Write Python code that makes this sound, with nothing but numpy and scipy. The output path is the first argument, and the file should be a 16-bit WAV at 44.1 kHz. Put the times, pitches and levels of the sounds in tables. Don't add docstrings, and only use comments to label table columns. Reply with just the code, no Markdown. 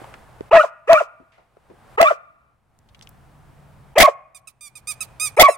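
import sys
import numpy as np
from scipy import signal
from scipy.fft import rfft, irfft, next_fast_len
from scipy.io import wavfile
from scipy.ndimage import uniform_filter1d

SR = 44100
rng = np.random.default_rng(int(sys.argv[2]) if len(sys.argv) > 2 else 0)


def generate_wav(sig):
    pcm = np.round(np.clip(np.atleast_2d(sig).T, -1, 1) * 32767).astype(np.int16)
    wavfile.write(sys.argv[1], SR, pcm)


N = 245637
T = np.arange(N) / SR
CUTOFF_HZ = 16000
PLUNGE_S = .028

# f/Hz, relative level per Hz/dB
RASP = [(250, -32), (500, -16), (850, -5), (1300, -3.5), (1900, -4.5), (2600, -9), (3400, -22), (5500, -35),
        (9000, -39.5)]


def from_db(db):
    return 10 ** (np.asarray(db) / 20)


def rms_one(x):
    return x / np.sqrt(np.mean(x ** 2) + 1e-20)


def curves(rows, t):
    s, *columns = np.transpose(rows)
    return [np.interp(t, np.sort(s), column) for column in columns]


def gain_at(spectrum, hz):
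    f, db = np.transpose(spectrum)
    return from_db(np.interp(np.log(np.maximum(hz, 1)), np.log(f), db))


def noise(spectrum, size):
    padded = next_fast_len(size)
    hz = np.arange(padded // 2 + 1) * SR / padded
    coloured = rfft(rng.standard_normal(padded)) * gain_at(spectrum, hz)
    return rms_one(irfft(coloured, padded)[:size])


def wide_noise(spectrum, size, width):
    shared = noise(spectrum, size)
    opposed = noise(spectrum, size) * [[1], [-1]]
    return (shared + width * opposed) / np.hypot(1, width)


def wobble(rate_hz, size):
    sos = signal.butter(2, rate_hz, fs=SR, output="sos")
    return rms_one(signal.sosfilt(sos, rng.standard_normal(size + SR // 10))[-size:])


def span(start, end):
    return T[int(start * SR):int(end * SR)]


def gate(t, start, end, rise, fall):
    return np.clip((t - start) / rise, 0, 1) * np.clip((end - t) / fall, 0, 1)


def add(out, t, x):
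    first = round(t[0] * SR)
    out[..., first:first + len(t)] += x


def harmonics(hz, colour, lift_db=0, flutter_db=0, flutter_hz=45, count=14):
    phase = 2 * np.pi * np.cumsum(hz) / SR
    k = np.arange(1, count + 1)[:, None]
    flutter = flutter_db * np.array([wobble(flutter_hz, len(hz)) for _ in k])
    above_fundamental = from_db((lift_db + flutter) * (k > 1))
    weight = gain_at(colour, k * hz) * (k * hz < CUTOFF_HZ) * above_fundamental
    power = (weight ** 2).sum(0) / 2
    return (weight * np.sin(k * phase)).sum(0) / np.sqrt(power), phase


def dog(pan_db=0.5445, hiss_db=-37.0):
    # overtone lift/dB, rasp/dB, right side lag/ms
    barks = [(0.508, 0.5329, .576, 0.6085, .658, -13.5, -9, -11.5, 0.857, 13.16, 1218, 1466, -15.5, -1.79, -16.5, 0.0272),
             (0.871, 0.9006, .941, 0.979, 1.027, -25, -9.5, -20.5, 0.699, 7.12, 1097, 1442, -14, -3, -15.5, 0.118),
             (1.973, 2.006, 2.044, 2.086, 2.128, -15, -14.5, -25, .5, 15, 1085, 1415, -12, 2, -10, .23),
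             (3.953, 3.980, 4.024, 4.053, 4.098, -19.5, -11, -15, 0.61, 115, 1082, 1135, -8.5, -4, -12.5, 0.0051),
             (5.367, 5.393, 5.420, 5.45, 5.506, -15, -1, -26.5, 0.308, 67.4, 1101, 1153, -8, -1.4, -17.5, 0.0816)]
    out = np.zeros((2, N))
    for (start, full, breaks, leap, end, onset_db, held_db, under_db, rough, surge_hz,
         entry_hz, top_hz, yelp_db, lift_db, rasp_db, lag_ms) in barks:
        chest = chest_gesture(start, full, breaks, leap, end, onset_db, held_db, under_db, rough, surge_hz)
        yelp = yelp_gesture(breaks, leap, end, entry_hz, top_hz, yelp_db)
        for t, x in (chest_voice(*chest, lift_db, rasp_db), yelp_voice(*yelp, lift_db, rasp_db)):
            late = np.interp(t - lag_ms / 1000, t, x)
            add(out, t, np.array([x, late]) * from_db([[pan_db / 2], [-pan_db / 2]]))
        t, hiss = teeth_hiss(start, end)
        add(out, t, from_db(hiss_db) * hiss)
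    return signal.sosfilt(signal.butter(3, 340, "high", fs=SR, output="sos"), out)


def chest_gesture(start, full, breaks, leap, end, onset_db, held_db, under_db, roughness, surge_hz,
                  ease_s=.008, surge_s=.009):
    start_hz, top_hz, sag_hz, sag_s = 384.56, 661.34, 72.1, .026
    attack_s, attack_db = .009, 17.5
    climb_db, bloom_db, bloom_s = -17.5, -5, 0.011
    rough_onset = 0.13
    stop = end - PLUNGE_S
    t = span(start, stop)
    climb = np.clip((t - start) / (full - start), 0, 1) ** 1.4
    since_ease = t - breaks + ease_s
    surge = np.exp(-(since_ease / surge_s) ** 2)
    sag = 1 - np.exp(-np.maximum(since_ease, 0) / sag_s)
    hz = start_hz + (top_hz - start_hz) * climb + surge_hz * surge - sag_hz * sag
    db = np.interp(
        t,
        [start, start + attack_s, full - bloom_s, full, full + bloom_s,
         breaks, breaks + ease_s, leap, stop],
        [onset_db - attack_db, onset_db, climb_db, bloom_db, held_db,
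         held_db + 2.0, (held_db + under_db) / 2, under_db, -40])
    rough = np.interp(t, [full, full + bloom_s, breaks - ease_s, breaks + ease_s],
                      [rough_onset, roughness, roughness, 0])
    return t, hz, db, rough


def chest_voice(t, hz, db, rough, lift_db, rasp_db, jitter=0.033, half_tone=0.71):
    # f/Hz, level/dB
    throat = [(250, -28.5), (420, -6), (640, 2), (780, 0.5), (950, -11), (1200, -8), (1450, -21),
              (1750, -21.5), (2050, -17.5), (2450, -14.5), (3100, -36), (4200, -51.5), (9000, -73.5)]
    shaky_hz = hz * (1 + jitter * rough * wobble(350, len(t)))
    tone, phase = harmonics(shaky_hz, throat, lift_db, flutter_db=6.0)
    tone = tone * (1 + .2 * (.2 + rough) * wobble(250, len(t)))
    uneven = phase + 1.1 * wobble(70, len(t))
    between = np.sin(3 * uneven / 2) + 0.27 * np.sin(4 * uneven / 3)
    between = between + .6 * np.sin(5 * uneven / 2) + .45 * np.sin(7 * uneven / 2)
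    puffs = 1 + .5 * np.sin(phase)
    rasp = from_db(rasp_db) * (0.2 + rough) * noise(RASP, len(t)) * puffs
    level = from_db(db) * gate(t, t[0], t[-1], .005, 0.0033)
    return t, level * (tone + half_tone * rough ** 2 * between + rasp)


def yelp_gesture(breaks, leap, end, entry_hz, top_hz, level_db, swell_s=0.015, swell_db=14):
    # f/Hz, level/dB
    mouth = [(410, -16), (490, -2.5), (630, 10), (740, 4), (880, -5.5), (1110, -0.5), (1450, -0.5)]
    creep, leap_s = .42, 0.0042
    sag = .9
    knee_s, knee_hz, last_hz = .02, 703.5, 412
    spent_s, spent_db = 0.0099, 9
    t = span(breaks, end)
    plunge = end - PLUNGE_S
    creep_hz = entry_hz + creep * (top_hz - entry_hz)
    hz = np.interp(t, [breaks, leap - leap_s, leap, (leap + plunge) / 2, plunge, end - knee_s, end],
                   [entry_hz, creep_hz, top_hz, top_hz * sag ** 0.27, top_hz * sag, knee_hz, last_hz])
    force_db = np.interp(t, [breaks, breaks + swell_s, plunge - spent_s, plunge],
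                         [-swell_db, 0, 0, -spent_db])
    return t, hz, level_db + force_db + 20 * np.log10(gain_at(mouth, hz))


def yelp_voice(t, hz, db, lift_db, rasp_db, jitter=0.0037, air_db=-10):
    # f/Hz, level/dB
    yelp_colour = [(350, -3.5), (650, 11.5), (900, -3), (1200, -5), (1700, -18.5), (2300, -14.5),
                   (2800, -33), (3400, -31), (4500, -54.5), (9000, -63)]
    shaky_hz = hz * (1 + jitter * wobble(400, len(t)))
    tone, _ = harmonics(shaky_hz, yelp_colour, lift_db, flutter_db=6.5, count=8)
    air = from_db(rasp_db + air_db) * noise(RASP, len(t))
    return t, from_db(db) * gate(t, t[0], t[-1], .005, .004) * (tone + air)


def teeth_hiss(start, end, peak_s=0.052, linger_s=.045, onset_db=-19, closing_db=-10):
    # f/Hz, relative level per Hz/dB
    teeth = [(1200, -26), (2600, 5.5), (4000, -4.5), (5500, -0.5), (8500, -3.5), (10500, -16.5),
             (16000, -17)]
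    t = span(start, end + linger_s)
    db = np.interp(t, [start, start + peak_s, end, end + linger_s], [onset_db, 0, closing_db, -32])
    level = from_db(db) * gate(t, start, t[-1], .006, .005)
    return t, level * wide_noise(teeth, len(t), 1.0)


def toy(jitter=0.0024, swell_db=5, pan_db=-8, early_hiss_db=-12):
    # start t/s, length/s, first f/Hz (only its distance from the top counts), top f/Hz, level/dB
    squeezes = [(4.346, 0.0335, 1219, 1229, -43.5), (4.472, 0.021, 1300, 1306, -40),
                (4.608, 0.07685, 1206, 1204, -43.5), (4.753, 0.0313, 1245, 1241, -47),
                (4.871, 0.0553, 1163, 1255, -39), (5.005, 0.03, 1268, 1297, -42.5),
                (5.197, .088, 1177, 1262, -38.5), (5.365, 0.051, 1300, 1310, -39),
                (5.482, 0.078, 1335, 1350, -36)]
    # f/Hz, level/dB
    reed = [(1250, -13), (2500, 0), (3750, -11), (5000, -5.5), (6300, -5.5), (7600, -5.5), (8800, 4.5),
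            (10100, -4), (11400, -15), (12800, -13), (15500, -25.5)]
    # f/Hz, relative level per Hz/dB
    reed_air = [(1500, -14), (4000, -7.5), (7000, -6), (9300, -2.5), (12000, -4), (16000, -14)]
    stall_hz, let_go_s = 1126.5, .049
    leak_db, leak_db_per_s, leak_least_db = -5.5, -130, -15.5
    out = np.zeros((2, N))
    for s, length, first_hz, top_hz, db in squeezes:
        end = s + length
        t = span(s, end + 0.02645)
        up, down = np.sqrt(abs(top_hz - first_hz)), np.sqrt(abs(top_hz - stall_hz))
        crest = end - min(let_go_s, length * down / (up + down))
        below_top_hz = np.interp(t, [s, crest, end], [-up, 0, down]) ** 2
        hz = (top_hz - below_top_hz) * (1 + jitter * wobble(650, len(t)))
        tone, _ = harmonics(hz, reed, flutter_db=1.0, flutter_hz=25.55, count=13)
        strength = from_db(swell_db * (-0.1264 - below_top_hz / 100))
        tone = tone * gate(t, s, end + 0.00356, 0.0024, 0.00816) * strength
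        hiss_db = max(leak_db + leak_db_per_s * length, leak_least_db)
        leak = from_db(hiss_db + np.interp(t, [s, end], [early_hiss_db, 0]))
        leak = leak * gate(t, s, t[-1], 0.0042, 0.0451)
        add(out, t, from_db(db) * (tone + leak * wide_noise(reed_air, len(t), 1.0)))
    return out * from_db([[pan_db / 2], [-pan_db / 2]])


def yard(x, near_db=-13, near_t60=.06, tail_db=-27, tail_t60=0.4333):
    # f/Hz, level/dB
    yard_colour = [(200, -9), (600, -1), (1200, 8.5), (1800, 4.5), (2500, 3.5), (3500, -4), (9000, -6.5),
                   (16000, -20)]
    # delay/s, level/dB
    houses = [(.19, -52.5), (.31, -56), (0.421, -57.5)]
    t = span(0, 1.0)
    near = wide_noise([(200, -10.0), (700, -1), (1400, 7), (16000, -19.5)], len(t), 1.0)
    near = near * from_db(-60 * t / near_t60) * (t > .001)
    tail = from_db(-60 * t / tail_t60) * gate(t, 0.016, 0.84, 0.017, .1)
    tail = from_db(tail_db) * tail / np.linalg.norm(tail)
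    for delay, db in houses:
        echo = np.exp(-((t - delay) / 0.05) ** 2)
        tail = tail + from_db(db) * echo / np.linalg.norm(echo)
    colour_gain = np.sqrt(np.mean(gain_at(yard_colour, np.linspace(0, SR / 2, len(t))) ** 2))
    colour = wide_noise(yard_colour, len(t), 0.54) * colour_gain
    response = from_db(near_db) * near / np.linalg.norm(near[0]) + tail * colour
    return signal.fftconvolve(x, response, axes=1)[:, :N]


def snow_and_faint_bark(width=0.753, spread=1.194):
    # t/s, peak before the recorder's gain/dB, centre f/Hz, time to die by 30 dB/s
    small_sounds = [(.015, -48, 332, .022), (.042, -45.5, 890, 0.0096), (.140, -42, 1550, 0.0133),
                    (.408, -34, 398.1, 0.00333), (1.2, -41.5, 303, 0.063), (1.32, -51, 2199, 0.26),
                    (1.38, -43.5, 700, 0.1005), (1.569, -39.5, 437, 0.01), (1.70, -44.5, 366.4, 0.0734),
                    (2.789, -53.5, 6900, 0.0047), (2.888, -59.5, 3525, 0.0235), (2.947, -49.5, 2803, 0.018),
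                    (2.992, -58, 4010, 0.0072), (3.012, -46, 2710, 0.00194), (3.024, -52, 5060, 0.0252),
                    (3.0725, -48, 2890, 0.0046), (3.091, -52, 12550, 0.0075)]
    out = np.zeros((2, N))
    for s, db, hz, decay_s in small_sounds:
        t = span(s, s + decay_s + 0.014)
        fade = from_db(-30 * (t - t[0]) / decay_s)
        burst = wide_noise([(20, 0), (20000, 0.0043)], len(t), width) * fade
        band = [hz / spread, min(hz * spread, .45 * SR)]
        burst = signal.sosfilt(signal.butter(1, band, "band", fs=SR, output="sos"), burst)
        top = min(hz * spread * 2, .45 * SR)
        burst = signal.sosfilt(signal.butter(1, top, fs=SR, output="sos"), burst)
        add(out, t, from_db(db) * burst / np.abs(burst).max())
    return out


def traffic(rumble_db=-68, hum_waver=0.0087):
    # f/Hz, relative level per Hz/dB
    rumble = [(20, -8.5), (50, -0.5), (120, -0.5), (200, -7.5), (320, -16.5), (600, -44)]
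    # t/s, f/Hz, level against the rumble/dB
    engine = [(0, 120.6, -9.5), (2.8, 128, -12), (3.15, 143, -8.5), (3.8, 144.4, -2), (4.5, 126, -5.5)]
    # f/Hz, relative level per Hz/dB
    air = [(150, -13), (400, -2), (750, 3), (1200, -1.5), (2200, -10.5), (4000, -19.5), (6500, -24.5),
           (9000, -21), (12000, -28.5), (16000, -32)]
    # t/s, level/dB
    air_level = [(0, -59.5), (.25, -68), (1.9, -66.5), (2.9, -74), (5.57, -69)]
    air_db, = curves(air_level, T)
    hz, hum_db = curves(engine, T)
    phase = 2 * np.pi * np.cumsum(hz * (1 + hum_waver * wobble(10, N))) / SR
    hum = from_db(hum_db) * np.sqrt(2) * np.sin(phase)
    low = from_db(rumble_db) * (wide_noise(rumble, N, 0.49) + hum)
    return low + from_db(air_db) * wide_noise(air, N, 0.49)


def scene():
    close = dog() + toy()
    return close + yard(close) + snow_and_faint_bark() + traffic()


def gain_control(x):
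    loud_db, look_ahead_s = -28, .012
    boost_limit_db, hold_s, recover_db_per_s = 16, 0.4958, 37.5
    loud = uniform_filter1d((x ** 2).mean(0), size=220) > from_db(loud_db) ** 2
    since_loud = T - np.maximum.accumulate(np.where(loud, T, -np.inf))
    boost_db = np.clip((since_loud - hold_s) * recover_db_per_s, 0, boost_limit_db)
    early_db = np.interp(T + look_ahead_s, T, boost_db)
    return x * from_db(uniform_filter1d(early_db, size=220))


def overload(x, edge=16, swing=1.42, drive_hz=950, thump_db=-3, linger=0.87, linger_db=-10):
    # from t/s, to t/s, ceiling as a share of the peak, wrapped level/dB, fizz/dB
    overloads = [(0.9316, .933, .99, 0, -8.5), (2.0135, 2.019, .8, 3, -30), (2.028, 2.033, 1.19, 9, -21),
                 (3.982, 4, 0.867, -1, -26), (4.001, 4.034, .8, 6, -16), (5.397, 5.431, 0.834, -0.5, -18.5)]
    # f/Hz, relative level per Hz/dB
    fizz = [(600, -11), (2000, 5.5), (4500, 0), (8000, -8.5), (16000, -15)]
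    # f/Hz, relative level per Hz/dB
    thump_colour = [(25, 4), (55, 2.5), (120, -5), (300, -8.5), (900, -31), (4000, -72)]

    def peak_of(v):
        return np.sqrt(2 * uniform_filter1d(v ** 2, size=140, axis=1) + 1e-12)

    out = x.copy()
    fundamental = signal.sosfiltfilt(signal.butter(2, drive_hz, fs=SR, output="sos"), x)
    for start, end, ceiling, db, fizz_db in overloads:
        t = span(start - .006, end + 0.0055)
        first = round(t[0] * SR)
        part = x[:, first:first + len(t)]
        drive = fundamental[:, first:first + len(t)]
        chatter = 0.058 * rng.standard_normal(part.shape) + 0.14 * wobble(90, len(t))
        height = np.abs(drive) / peak_of(drive) + chatter
        over = (1 + np.tanh(edge * (height - ceiling))) / 2
        wrapped = from_db(db) * (part - swing * peak_of(part) * np.sign(drive) * over)
        wrapped = wrapped + from_db(fizz_db) * wide_noise(fizz, len(t), .8)
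        window = gate(t, start - .0005, end + 0.00048, 0.00074, 0.0022)
        high_pass = signal.butter(1, 160, "high", fs=SR, output="sos")
        crackle = signal.sosfilt(high_pass, window * (wrapped - part))
        thump = from_db(fizz_db + thump_db) * wide_noise(thump_colour, SR // 4, 1.0)[:, :len(t)]
        add(out, t, crackle + gate(t, start - .002, end + 0.00057, .003, 0.0049) * thump)
        t = span(end, end + 0.001 + linger * (end - start))
        level = from_db(fizz_db + linger_db) * gate(t, end, t[-1], .001, 0.0042)
        add(out, t, level * wide_noise(fizz, len(t), 0.27))
    return out


def record(dry):
    x = overload(gain_control(dry))
    x = x / (1 + (x / .93) ** 8) ** (1 / 8)
    return signal.sosfilt(signal.cheby2(16, 70, CUTOFF_HZ + 700, fs=SR, output="sos"), x)


dry = scene()
out = record(dry)
generate_wav(out)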